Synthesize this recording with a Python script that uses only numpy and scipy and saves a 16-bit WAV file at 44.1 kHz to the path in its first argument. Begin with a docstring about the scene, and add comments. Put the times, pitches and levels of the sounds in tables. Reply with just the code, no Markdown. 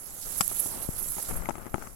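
"""Tall grass swishes and flicks past a bicycle on a rough dirt trail, heard from a camera on the rider.
Friction of the blades makes a hiss, mostly on the right; one stem slaps the camera and a leaf rubs it.
Bumps excite short, dull rattles in loose parts, and one gives a soft thump. Underneath, the tyres
crunch in many small impacts and turbulent air buffets mainly the left microphone."""
import sys
import numpy as np
from scipy import signal
from scipy.fft import rfft, irfft, next_fast_len
from scipy.io import wavfile
from scipy.ndimage import uniform_filter1d, map_coordinates

SR = 44100
rng = np.random.default_rng(int(sys.argv[2]) if len(sys.argv) > 2 else 0)


def waveform_to_disk(signal):
    """Save audio, clipped to [-1, 1], as 16-bit WAV at the path in sys.argv[1]."""
    frames = np.transpose(np.atleast_2d(signal))
    scaled = np.clip(frames, -1, 1) * 32767
    samples = np.round(scaled).astype(np.int16)
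    wavfile.write(sys.argv[1], SR, samples)


N = 85995

# Envelopes (t/s, relative level/dB)
WIND_LEVEL = [(0, -52.5), (.3, -46), (.85, -44), (.95, -37), (1.24, -47), (1.33, -28.5), (1.42, -29.5),
              (1.49, -41.5), (1.95, -45)]  # air buffeting the microphones
TYRE_LEVEL = [(0, -62), (.35, -57.5), (1.27, -56.5), (1.34, -46.5), (1.53, -54), (1.85, -53.5), (1.95, -62)]  # tyres on the dirt
SWEEP_LEVEL = [(0, -57), (.15, -54), (.32, -47.5), (.62, -47), (.9, -53), (1.1, -49.5), (1.28, -50),
               (1.52, -63.5), (1.72, -66), (1.82, -57.5), (1.95, -65.5)]  # grass sweeping along bicycle and rider
SLIDE_LEVEL = [(0, -49), (.13, -48.5), (.3, -39.5), (.43, -37), (.55, -40.5), (.66, -36), (.77, -41.5),
               (.92, -44), (1.0, -40), (1.25, -39.5), (1.42, -52), (1.53, -55), (1.95, -56)]  # blades sliding right beside the camera

# Spectra (f/Hz, relative density level/dB); the left port rings near 7.6 kHz, the right near 11 kHz
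AIR_SPECTRUM = [(15, 1), (32, 0.5), (60, -10), (130, -14.5), (250, -20), (600, -38), (3000, -112)]  # buffeting
DIRT_SPECTRUM = [(40, -1.5), (180, 0), (400, -2.5), (720, -2.5), (1000, -7.5), (1350, -4.5), (1750, -13),
                 (2150, -14), (3200, -24.5), (5000, -36), (7300, -32.5), (16000, -47)]  # crunch of tyres and scrape of loose parts
SNAP_SPECTRUM = [(4000, -22), (6500, 2), (7800, 1), (9500, -19), (16000, -27)]  # dry snap of a hard knock
RUB_SPECTRUM = [(60, -6), (200, 1.5), (900, -2), (3500, -26), (16000, -34)]  # broad leaf on the camera
STEM_SPECTRUM = [(40, -15), (200, -3), (420, -11.5), (750, -4), (1200, 0.5), (1900, -12.5), (3200, -5),
                 (4200, -16.5), (5100, -4.5), (6500, -10), (8000, 4), (9300, -22), (16000, -34)]  # slapping stem
SWEEP_LEFT_SPECTRUM = [(1500, -17), (3500, -25.5), (5000, -18), (6500, -8.5), (7700, -1.5), (8400, -7.5),
                       (9400, -16.5), (11500, -21.5), (16000, -33)]  # grass at the left port
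SWEEP_RIGHT_SPECTRUM = [(100, -1), (300, -6.5), (900, -11), (2500, -11.5), (4300, -7.5), (5500, -4.5),
                        (7500, -1.5), (10000, -1.5), (13000, -4.5), (16000, -5.5)]  # grass at the right port
BLADE_SPECTRUM = [(1000, -33), (4500, -27.5), (8000, -14.5), (9500, -9), (10600, -1.5), (11400, 0.5),
                  (12300, -6), (13700, -14), (16000, -26)]  # sliding leaf edges
FLICK_SPECTRUM = [(6000, -30), (10600, 0), (11700, -2), (15500, -24)]  # narrow zip of a blade flicking free

# Knocks of the bicycle and the camera mount (t/s, relative level/dB, brightness/(dB per octave))
KNOCKS = [(0.5144, -23.5, 0), (.66, -25, -5.5), (1.0188, -26.5, 3), (1.167, -26.5, 2.5), (1.1833, -22.5, 0),
          (1.196, -28, 1), (1.4213, -24.5, 6), (1.457, -23, 11), (1.4675, -35, 9), (1.489, -10.5, 0.5),
          (1.4945, -16, 1.5), (1.5068, -16.5, 0), (1.5545, -23, 4.5), (1.5822, -22, 0), (1.6658, -23.5, 1),
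          (1.7426, -7, -2), (1.757, -21.5, -0.5), (1.781, -22.5, 2), (1.8235, -26, 5), (1.8721, -24.5, 6.5)]
# Modes that every knock excites (f/Hz, relative level/dB, T60/s)
MOUNT_MODES = [(132, -16, 0.036), (248, -7, 0.032), (355, -7.5, 0.037), (674, -6, 0.02), (825, -2.5, .018),
               (1260, -7, 0.015), (1525, -10.5, 0.0085), (2020, -11, 0.011)]
# Contacts of the stem with the camera (t/s, relative level/dB)
STEM_CONTACTS = [(0.4083, -12), (.4092, -11.5), (0.4121, -15.5), (0.4149, -21)]
# Modes of the camera housing under the slap (f/Hz, level/dB, T60/s)
HOUSING_MODES = [(201, -29, 0.067), (1200, -12.5, 0.013)]
# Single blades flicking past (peak t/s, relative level/dB, decay time constant/s)
BLADE_FLICKS = [(0.38, -25, 0.023), (0.4092, -14.5, 0.0017), (.445, -28, 0.007), (0.4791, -11, 0.00094),
                (0.598, -19, 0.012), (0.6036, -19, 0.00032), (0.8272, -23, 0.0038), (0.992, -26, 0.0092),
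                (1.032, -28.5, 0.022), (1.1205, -21.5, 0.0033), (1.227, -21.5, 0.004), (1.292, -28, 0.014),
                (1.367, -25.5, 0.01)]


def amp(db):
    """Amplitude ratio: tenfold for every 20 dB."""
    return 10 ** (np.asarray(db) / 20)


def unit(x):
    """Normalisation to rms 1."""
    return x / np.sqrt(np.mean(x ** 2) + 1e-20)


def curve(rows):
    """Linear interpolation of (t/s, value) points at every sample."""
    return np.interp(np.arange(N) / SR, *np.transpose(rows))


def wobble(rate):
    """Slow random modulation: a spline through rate knots a second."""
    return map_coordinates(rng.standard_normal(N), [np.arange(N) * rate / SR + 2])


def since(onset):
    """Time elapsed after an onset, in seconds; zero before it."""
    return np.maximum(np.arange(N) / SR - onset, 0)


def fade(t, t60):
    """Exponential damping by 60 dB in t60 seconds."""
    return np.exp(-np.log(1000) * t / t60)


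def coloured(x, spectrum):
    """Minimum-phase filtering at unit energy, shaped by (f/Hz, level/dB) points."""
    size = 2 ** 17
    hz, db = np.transpose(spectrum)
    log_hz = np.log(np.fft.rfftfreq(size, 1 / SR) + 1)
    gain = unit(amp(np.interp(log_hz, np.log(hz), db)))
    cepstrum = irfft(np.log(gain + 1e-6))
    cepstrum[1:size // 2] *= 2  # folding onto positive time makes the filter causal
    cepstrum[size // 2 + 1:] = 0
    return irfft(rfft(x, size) * np.exp(rfft(cepstrum)))[:N]


def grains(spectrum, rate, spread_db, smooth):
    """Shot noise: rate tiny contacts a second, uneven in size, on a smooth rush; rms 1."""
    sizes = rng.choice([-1, 1], N) * amp(spread_db * np.clip(rng.standard_normal(N), -2, 2))
    ticks = unit(sizes * (rng.random(N) < rate / SR))
    return unit(coloured(ticks + smooth * rng.standard_normal(N), spectrum))


def shifting(x, patchy_db=2.5):
    """Spectral modulation: blade after blade takes over, so the colour drifts in patches."""
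    spectra = signal.stft(x, nperseg=256)[2]
    patches = uniform_filter1d(rng.standard_normal(spectra.shape), size=9, axis=0)  # across frequency
    patches = uniform_filter1d(patches, size=18, axis=1)  # across time
    return unit(signal.istft(spectra * amp(patchy_db * unit(patches)), nperseg=256)[1][:N])


def wind(right_db=-16.5):
    """Turbulent pressure buffets each microphone port independently with low, lumpy noise."""
    def port():
        level = amp(curve(WIND_LEVEL) + 2.0 * wobble(25.2))
        return level * unit(coloured(rng.standard_normal(N), AIR_SPECTRUM))
    return np.array([port(), amp(right_db) * port()])


def tyres(gain_db=9.5, right_db=-15):
    """Random impacts of knobbly tyres on earth and small stones add up to a crunch."""
    level = amp(curve(TYRE_LEVEL) + gain_db + 2.1 * wobble(35.28))
    left, right = (grains(DIRT_SPECTRUM, rate=700, spread_db=4.5, smooth=0.59) for _ in range(2))
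    return level * np.array([left, amp(right_db) * right])


def thump(onset_s=0.8892, push_hz=108, sway_hz=45, rise_s=0.00048, right_db=-21):
    """Damped oscillation: a soft bump gives the camera one brief push and a slower swing."""
    t = since(onset_s)
    push = amp(-7) * np.cos(2 * np.pi * push_hz * t) * fade(t, t60=0.015)
    sway = amp(-34) * np.sin(2 * np.pi * sway_hz * t) * fade(t, t60=0.087)
    attack = (1 - np.exp(-t / rise_s)) ** 2
    return (push - sway) * attack * amp([[0], [right_db]])


def rattles(ring_db=-5, scrape_db=-11.5, snap_db=-23.5, rise_s=0.0004, right_db=-27):
    """Modal ringing: loose parts knock with a scrape and a snap; harder contacts favour higher modes."""
    t = np.arange(SR // 8) / SR
    attack = 1 - np.exp(-t / rise_s)
    hz, mode_db, t60 = np.transpose(MOUNT_MODES)[:, :, None]
    octaves = np.log2(hz / 800).clip(-3, 1.5)
    ring, scrape, snap = np.zeros(N + SR), np.zeros(N), np.zeros(N)
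    for onset, db, brightness in KNOCKS:
        gains = amp(mode_db + brightness * octaves + rng.normal(0, 3.44, hz.shape))
        detuned_hz = hz * rng.normal(1, 0.035, hz.shape)
        modes = gains * np.sin(2 * np.pi * detuned_hz * t) * fade(t, t60)
        ring[round(onset * SR):][:len(t)] += amp(db + ring_db) * modes.sum(0) * attack
        age = since(onset)
        contact = amp(db) * (age > 0) * fade(age, t60=0.019)
        scrape += amp(scrape_db) * contact
        snap += amp(snap_db + 3.7 * min(brightness, 1)) * contact
    noise = coloured(scrape * rng.standard_normal(N), DIRT_SPECTRUM)
    noise += coloured(snap * rng.standard_normal(N), SNAP_SPECTRUM)
    return (ring[:N] + noise) * amp([[0], [right_db]])


def rubbing_leaf(peak_s=0.758, sigma_s=0.072, peak_db=-42.5, right_db=-18):
    """Friction noise follows contact pressure as a broad leaf wipes the left side of the camera."""
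    pressure = np.exp(-0.5 * ((np.arange(N) / SR - peak_s) / sigma_s) ** 2)
    friction = grains(RUB_SPECTRUM, rate=700, spread_db=2.5, smooth=0.79)
    return amp(peak_db) * pressure * friction * amp([[0], [right_db]])


def stem_slap(click_db=10, rasp_db=-1.5, right_db=-16):
    """Impact excitation: a stiff stem chatters, each contact a click and a rasp, and the housing rings."""
    def port():
        force = np.zeros(N)
        for onset, db in STEM_CONTACTS:
            age = since(onset)
            force += amp(db + rasp_db) * (age > 0) * fade(age, t60=0.016) * rng.standard_normal(N)
            force[round(onset * SR)] -= amp(db + click_db)
        return coloured(force, STEM_SPECTRUM)
    t = since(STEM_CONTACTS[0][0])
    ring = sum(amp(db) * np.sin(2 * np.pi * hz * t) * fade(t, t60) for hz, db, t60 in HOUSING_MODES)
    return np.array([port() - ring, amp(right_db) * port()])


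def sweeping_grass(left_db=4.5, right_db=9.5):
    """Incoherent friction noise: clumps of blades rub along the bicycle; each port hears its own."""
    def port(spectrum, gain_db):
        level = amp(curve(SWEEP_LEVEL) + gain_db + 1.9 * wobble(200))
        return level * shifting(grains(spectrum, rate=4000, spread_db=4, smooth=0.91))
    return np.array([port(SWEEP_LEFT_SPECTRUM, left_db), port(SWEEP_RIGHT_SPECTRUM, right_db)])


def near_blades(slide_db=7.5, left_db=-36.5):
    """Friction of rough leaf edges excites the right port's resonance; single blades flick free."""
    rasp = shifting(grains(BLADE_SPECTRUM, rate=5000, spread_db=0.5, smooth=0.65))
    slide = amp(curve(SLIDE_LEVEL) + slide_db + 0.92 * wobble(120)) * rasp
    t = np.arange(N) / SR
    swells = np.zeros(N)
    for peak_s, db, decay_s in BLADE_FLICKS:  # each rises twice as fast as it fades
        swells += amp(db) * np.exp(-np.maximum(2 * (peak_s - t), t - peak_s) / decay_s)
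    flicks = coloured(swells * rng.choice([-1, 1], N), FLICK_SPECTRUM)
    return (slide + flicks) * amp([[left_db], [0]])


def scene():
    """Superposition in a free field: all sources are close and add without echo."""
    grass = sweeping_grass() + near_blades() + stem_slap() + rubbing_leaf()
    return grass + tyres() + rattles() + thump() + wind()


def record(dry):
    """Band limiting: the camera acts as an ideal low-pass filter."""
    cutoff_hz = 16000
    size = next_fast_len(N + SR // 4)
    passband = np.fft.rfftfreq(size, 1 / SR) < cutoff_hz
    return irfft(rfft(dry, size) * passband, size)[:, :N]


dry = scene()
out = record(dry)
waveform_to_disk(out)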